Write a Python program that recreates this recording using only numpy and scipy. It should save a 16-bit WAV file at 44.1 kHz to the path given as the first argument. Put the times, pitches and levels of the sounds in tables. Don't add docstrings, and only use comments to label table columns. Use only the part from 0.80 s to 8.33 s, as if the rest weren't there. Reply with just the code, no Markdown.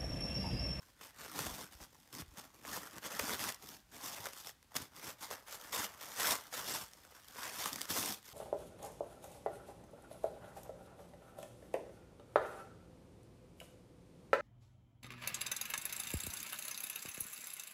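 import sys
import numpy as np
from scipy import signal
from scipy.fft import rfft, irfft, next_fast_len
from scipy.io import wavfile
from scipy.ndimage import uniform_filter1d, map_coordinates

SR = 44100
rng = np.random.default_rng(int(sys.argv[2]) if len(sys.argv) > 2 else 0)


def to_wav(s):
    ch = np.atleast_2d(s).T
    pcm = np.round(np.clip(ch, -1, 1) * 32767)
    wavfile.write(sys.argv[1], SR, pcm.astype(np.int16))


N = 332073

# start in seconds, attack in seconds, hold in seconds,
# release in seconds, crease crackle level in dB, facet rustle in dB relative to the crackle,
# panel flap in dB relative to the crackle, facet pitch in Hz.
PUSHES = [ (0.0, 0.0061, 0.052, .15, -70, -2, -13, 1400), (0.17, .045, 0.038, 0.098, -57, -1, -11.5, 1604),
          (0.33, 0.075, .06, 0.11, -55, 0, -10, 1400), (0.469, .11, 0.089, 0.051, -46, -2.5, -5.5, 1100),
          (0.66, .04, .13, .08, -51, -2.5, -5.5, 1100), (0.901, .025, .03, 0.062, -60.5, -2.5, -13, 983),
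          (0.959, 0.054, .03, .035, -57, -2.5, -7, 980), (1.04, 0.024, 0.47, 0.13, -70.5, -4, -4.5, 1150),
          (1.315, 0.029, 0.072, .022, -52, -4.5, -4, 1105), (1.529, 0.05, 0.009, 0.12, -53, -1, -5.5, 990),
          (1.7, 0.039, 0.083, 0.049, -68, 0.5, 0, 1200), (1.81, 0.067, 0.039, 0.049, -51, -2, -4.5, 1201),
          (1.87, 0.064, 0.034, 0.051, -46, -1, -9, 1152), (1.96, 0.042, 0.057, .09, -54, 0.5, -6.5, 1200),
          (2.09, 0.048, .04, 0.061, -58, 1.5, -1.5, 1296), (2.21, 0.038, .015, .06, -46, 0, -10, 1148),
          (2.259, 0.059, 0.044, 0.077, -48.5, 0.5, -11, 1079),
          (2.38, .015, .15, 0.078, -45, -2.5, -6, 1179),
          (2.549, 0.064, 0.074, 0.059, -43, -2.5, -10.5, 1079),
          (2.779, 0.046, .14, 0.055, -57, -5.5, -6, 1030), (3.08, .06, 0.069, 0.095, -58, -1.5, -5, 971),
          (3.189, 0.053, .035, .14, -45.5, -5.5, -13.5, 969), (3.29, .04, .14, .1, -53, -1, -13, 1050),
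          (3.49, 0.039, .17, 0.041, -55, -7, -18, 1347), (3.9, .015, .02, .05, -67, 3, -14, 1150),
          (3.943, .02, .005, .02, -40, -2.5, -9.5, 1154), (3.949, .03, 0.042, .07, -52, -3.5, -5, 1096),
          (4.11, .07, .04, 0.082, -56, 0, -7, 1051), (4.19, .05, .06, 0.055, -49.5, -2, -8, 1100),
          (4.381, .045, 0.021, .08, -49, -2.5, -14.5, 1098), (4.48, 0.029, .01, 0.12, -50, 1.5, -12, 1010),
          (4.652, 0.024, .03, .06, -56, 0.5, -20, 1403), (4.688, 0.041, .025, 0.036, -48.5, -4, -20, 1536),
          (4.751, 0.049, .1, .06, -57, -0.5, -12, 1402), (4.911, .02, 0.12, 0.038, -43, -2.5, -13.5, 1257),
          (5.06, .02, 0.061, 0.098, -60, 1.5, -10, 1156), (5.17, 0.047, 0.0795, 0.11, -53, -2, -14, 1168),
          (5.3, .1, .05, 0.053, -40, -3, -19, 1349), (5.39, 0.081, 0.054, 0.058, -36, -3, -15.5, 1299),
          (5.531, .03, .01, 0.17, -50, -2, -14, 1198), (5.701, .045, .015, 0.2, -43, -2, -14, 1370),
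          (5.81, 0.073, 0.071, .13, -41.5, -5, -13, 1050), (6.099, .03, .2, .1, -68, -1, -9, 1198),
          (6.318, 0.043, .02, 0.064, -59, 0, -16, 1232), (6.39, .04, .12, .1, -64, -4.5, -12, 1271),
          (6.5, .13, .04, .14, -47, 0, -13, 1301), (6.64, .17, 0.065, 0.069, -43, -4, -16, 1281),
          (6.889, .04, 0.098, 0.081, -51, -2.5, -5.5, 1148),
          (7.07, .03, 0.074, 0.083, -40.5, -5.5, -11, 1023),
          (7.14, 0.049, 0.12, 0.078, -42, -7, -9.5, 978.3),
          (7.419, .035, 0.079, 0.096, -58, -6.5, -19, 1198)]
# time in seconds, snap energy in dB (before the fixed trims
# in snaps), facet rustle in dB relative to the snap (before its own trim).
SNAPPING_CREASES = [(0.211, -33.5, 7), (0.4617, -30, 4), (0.5902, -13, 1), (0.6657, -18.5, 3),
                    (0.9213, -38, -6), (1.2306, -42, -5), (1.328, -28, -15), (1.3503, -22, -18),
                    (1.4198, -32, 8), (1.583, -26, -6.5), (1.85, -33, 12), (2.072, -31, 1),
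                    (2.1106, -29.5, -11), (2.1818, -25.5, 1), (2.2394, -29, 1), (2.3232, -35.5, 16),
                    (2.3932, -12, -4), (2.3961, -11.5, 2.5), (2.4939, -17.5, 0), (2.505, -15.5, -1),
                    (2.5935, -16, -8), (2.6396, -12.5, -7.5), (2.6898, -16, -2), (2.7009, -21, -3),
                    (2.722, -20.5, -8), (2.7448, -21.5, -19), (2.889, -24, -8.5), (3.1646, -27, -5),
                    (3.4562, -18.5, 1), (3.4623, -22, -1.5), (3.468, -19, 2.5), (3.5331, -24.5, -5),
                    (3.671, -22, -4.5), (3.6926, -24.5, -3), (3.8272, -37, -4), (3.9535, -21, 0.5),
                    (3.966, -10.5, -4), (4.1636, -27, -20), (4.429, -28, -4), (4.5109, -21, 4.5),
                    (4.813, -28, -9.5), (4.9346, -21.5, -5), (5.2098, -25, -8), (5.3988, -13, -22),
                    (5.508, -9, -13), (5.52, -8.5, -6.5), (5.5538, -14.5, -4.5), (6.1341, -28, -11),
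                    (6.2498, -34, 0.5), (6.3207, -40.5, 10.5), (6.484, -28.5, -10), (6.5584, -40.5, 16),
                    (6.858, -13, 2.5), (6.9306, -15.5, -12.5), (6.9584, -17.5, -3.5), (7.01, -22, -4.5),
                    (7.0152, -11, -13.5), (7.03, -23, -11), (7.054, -21, -2.5), (7.2279, -15, -7.5),
                    (7.259, -11.5, -14), (7.3233, -16, -21), (7.428, -33.5, -11)]
# time in seconds, peak level in dB (before the trim in paws),
# pitch in Hz.
LANDINGS = [(0.601, -41, 141), (0.669, -40, 72.7), (0.71, -41.5, 61.9), (0.949, -50, 64.83),
            (1.009, -46, 51.1), (1.399, -42.5, 174.5), (1.42, -43, 86.94), (1.479, -46, 45.76),
            (1.519, -49, 68), (1.578, -47.5, 199), (2.409, -42, 80.75), (3.399, -48, 107.6),
            (4.018, -52, 123), (5.95, -49, 135), (6.858, -46, 198.8)]
# frequency in Hz, relative strength in dB per Hz.
CREASE_COLOUR = [(1180, -32), (2000, -6), (2410, -8), (3550, 0), (3940, -4.5), (5310, 0), (7610, -3.5),
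                 (9270, -4.5), (10400, -7), (11500, -4), (14600, -5.5), (15500, -16.5)]
# frequency in Hz, relative strength in dB per Hz.
FACET_COLOUR = [(240, -32.5), (400, -0.5), (550, 1.5), (700, -0.5), (950, 0), (1400, -1.5), (1950, -2.5),
                (2400, -6), (3100, -8.5), (5300, -85)]
# frequency in Hz, relative strength in dB per Hz.
PANEL_COLOUR = [(30, -50), (60, -6.5), (130, -3), (230, 0.5), (315, 0.5), (380, -7), (470, -9), (620, -17),
                (1000, -86.5)]
# frequency in Hz, relative strength in dB per Hz.
AIR_COLOUR = [(20, -25), (45, 5.5), (120, 0.5), (250, -10), (500, -22), (1500, -15.5), (5000, -17),
              (15000, -25)]
# frequency in Hz, time to fade by 60 dB in seconds.
ECHO_TIME = [(100, 0.17), (1000, 0.36), (4000, 0.24), (14000, 0.08)]
# frequency in Hz, room level in dB.
ECHO_LEVEL = [(100, -15), (500, -12.5), (1200, -11.5), (3000, -11), (7000, -16), (15000, -7.5)]

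TOP_HZ = 15600
RAMP_DB = 20
REST_CREASE_DB, REST_FACET_DB, REST_PANEL_DB, REST_HZ = -82.5, -78, -80, 1189.8
UNEVEN_DB, UNEVEN_PER_S = 1.2, 45
RING_HZ, RING_DB_PER_OCTAVE = 1463, 9
TICKS_PER_S, TICK_DB, TICK_SCATTER_DB, TICK_FACET_DB = 9, 15.5, 3, -4


def amp(db):
    return 10 ** (np.asarray(db) / 20)


def unit(x):
    return x / np.sqrt(np.mean(x ** 2) + 1e-20)


def along(points, hz):
    f, v = np.transpose(points)
    return np.interp(np.log(hz + 1), np.log(f + 1), v)


def coloured(x, spectrum, size=4096):
    gain = amp(along(spectrum, np.fft.rfftfreq(size, 1 / SR)))
    cepstrum = irfft(np.log(np.maximum(gain, 1e-6)))
    cepstrum[1:size // 2] *= 2
    cepstrum[size // 2 + 1:] = 0
    response = irfft(np.exp(rfft(cepstrum)))
    return signal.fftconvolve(x, response / np.linalg.norm(response))[:N]


def air(level_db=-71.0):
    return amp(level_db) * unit(coloured(rng.standard_normal(N), AIR_COLOUR))


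def handling(step=64):
    t = np.arange(0, N, step) / SR
    start, attack, hold, release, db, facet_db, panel_db, hz = np.transpose(PUSHES)[:, :, None]
    rising = np.maximum(start + attack - t, 0) / attack
    falling = np.maximum(t - start - attack - hold, 0) / release
    level = np.where(t < start, -np.inf, db - RAMP_DB * (rising + falling))
    creases = amp(level) ** 2
    facets = amp(level + facet_db) ** 2
    panels = amp(level + panel_db) ** 2

    def total_db(power, rest_db):
        return 10 * np.log10(power.sum(0) + amp(rest_db) ** 2)

    rest = amp(REST_FACET_DB) ** 2
    pitch = ((facets * hz).sum(0) + rest * REST_HZ) / (facets.sum(0) + rest)
    controls = [
        total_db(creases, REST_CREASE_DB),
        total_db(facets, REST_FACET_DB),
        total_db(panels, REST_PANEL_DB),
        pitch,
    ]
    return [np.interp(np.arange(N) / SR, t, c) for c in controls]


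def steady(x, span):
    width = max(int(span * SR), 2)
    power = uniform_filter1d(uniform_filter1d(x ** 2, width), width)
    return x / np.sqrt(np.abs(power) + 1e-12)


def slips(times, sizes, spread, count=24):
    when = times[:, None] + spread * rng.gamma(2, .5, (len(times), count))
    push = rng.standard_normal(when.shape)
    push *= (sizes / np.linalg.norm(push, axis=1))[:, None]
    sample = np.clip(when * SR, 0, N).astype(int)
    return np.bincount(sample.ravel(), push.ravel(), N + 1)[:N]


def shifting(x, depth_db, width=3, life=5):
    z = signal.stft(x, nperseg=512)[2]
    rows, cols = np.indices(z.shape)
    field = map_coordinates(rng.standard_normal(z.shape), [rows / width, cols / life], order=1)
    return signal.istft(z * amp(depth_db * unit(field)), nperseg=512)[1][:N]


def focused(x, facet_hz, lift_db=6.5, octaves=0.75):
    hz, t, z = signal.stft(x, SR, nperseg=512)
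    centre = np.interp(t, np.arange(N) / SR, facet_hz)
    distance = np.log2((hz[:, None] + 1) / centre)
    lift = lift_db * np.exp(-.5 * (distance / octaves) ** 2)
    return unit(signal.istft(z * amp(lift), SR, nperseg=512)[1][:N])


def rustle(times, sizes, spectrum, spread, scatter_db, rub, shift_db):
    own = amp(scatter_db * rng.standard_normal(len(times)))
    buckles = steady(slips(times, sizes * own, spread), span=0.052)
    hiss = rub * rng.standard_normal(N)
    sound = shifting(coloured(buckles + hiss, spectrum), shift_db)
    return steady(sound, span=0.091)


def wobble(rate):
    return map_coordinates(rng.standard_normal(int(N * rate / SR) + 4), [np.arange(N) * rate / SR])


def crumpling(crease_db, facet_db, panel_db, facet_hz, idle_rate=75, busy_rate=680, size_db=2.5):
    effort = unit(amp(crease_db))
    rate = idle_rate + busy_rate * effort ** .8
    times = np.flatnonzero(rng.random(N) < rate / SR) / SR
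    sizes = amp(size_db * np.minimum(rng.standard_normal(len(times)), 2.3))
    creases = rustle(times, sizes, CREASE_COLOUR, spread=.0008, scatter_db=2, rub=.7, shift_db=1.8)
    facets = rustle(times, sizes, FACET_COLOUR, spread=0.001412, scatter_db=4.0, rub=0.91, shift_db=2.5)
    facets = focused(facets, facet_hz)
    panels = rustle(times, sizes, PANEL_COLOUR, spread=0.00193, scatter_db=3.0, rub=0.44, shift_db=3.0)
    sheet = amp(crease_db) * creases + amp(facet_db) * facets + amp(panel_db) * panels
    return sheet * amp(UNEVEN_DB * wobble(UNEVEN_PER_S))


def tail(delay=.005):
    hz, t, z = signal.stft(rng.standard_normal(SR // 2), SR, nperseg=256)
    decay = amp(-60 * t / along(ECHO_TIME, hz)[:, None])
    decay *= amp(along(ECHO_LEVEL, hz))[:, None] / np.sqrt(np.mean(decay ** 2, axis=1, keepdims=True))
    noise = signal.istft(z * decay, SR, nperseg=256)[1] / np.sqrt(SR / 2)
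    return np.pad(noise, (int(delay * SR), 0))


def room(x, count=12):
    out = np.zeros(N + SR)
    for part in np.array_split(np.arange(N), count):
        echo = signal.fftconvolve(x[part], tail())
        out[part[0]:][:len(echo)] += echo
    return out[:N]


def ticks(crease_db, spread=0.00055, ceiling_db=-27):
    at = np.flatnonzero(rng.random(N) < TICKS_PER_S / SR)
    scatter = TICK_SCATTER_DB * rng.standard_normal(len(at))
    db = np.minimum(crease_db[at] + TICK_DB + scatter, ceiling_db)
    crack = coloured(slips(at / SR, amp(db), spread), CREASE_COLOUR)
    shake = coloured(slips(at / SR, amp(db + TICK_FACET_DB), spread), FACET_COLOUR)
    return crack + shake


def snaps(crack_db=-2, rustle_db=-3, ring_db=-19, cycles=28, spread=.001):
    s, db, facet_db = np.transpose(SNAPPING_CREASES)
    ring_hz = np.clip(RING_HZ * 2 ** (-facet_db / RING_DB_PER_OCTAVE), 1100, 6500)
    crack = coloured(slips(s, amp(db + crack_db), spread, count=48), CREASE_COLOUR)
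    shake = coloured(slips(s, amp(db + facet_db + rustle_db), spread=0.001272), FACET_COLOUR)
    ring, t = np.zeros(N + SR), np.arange(SR // 20) / SR
    for start, level, hz in zip(s, db, ring_hz):
        fade = amp(level + ring_db - 60 * t * hz / cycles) * (1 - np.exp(-t / spread))
        ring[round(start * SR):][:len(t)] += fade * np.sin(2 * np.pi * hz * t)
    return crack + shake + ring[:N]


def paws(thud_db=-2, t60=0.054, attack=0.0026):
    out, t = np.zeros(N + SR), np.arange(SR // 4) / SR
    for s, db, hz in LANDINGS:
        push = np.sin(2 * np.pi * hz * t) * amp(-60 * t / t60) * (1 - np.exp(-t / attack))
        out[round(s * SR):][:len(t)] += amp(db + thud_db) * push / np.abs(push).max()
    return out[:N]


def scene():
    crease_db, facet_db, panel_db, facet_hz = handling()
    paper = crumpling(crease_db, facet_db, panel_db, facet_hz) + ticks(crease_db) + snaps()
    dog = paper + paws()
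    return (dog + room(dog) + air())[None]


def record(dry, low_hz=42):
    size = next_fast_len(N + SR // 2)
    hz = np.fft.rfftfreq(size, 1 / SR)
    thinned = signal.sosfilt(signal.butter(3, low_hz, "highpass", fs=SR, output="sos"), dry)
    top_cut = np.sqrt(1 + (hz / TOP_HZ) ** 200)
    return irfft(rfft(thinned, size) / top_cut, size)[:, :N]


dry = scene()
out = record(dry)
to_wav(out)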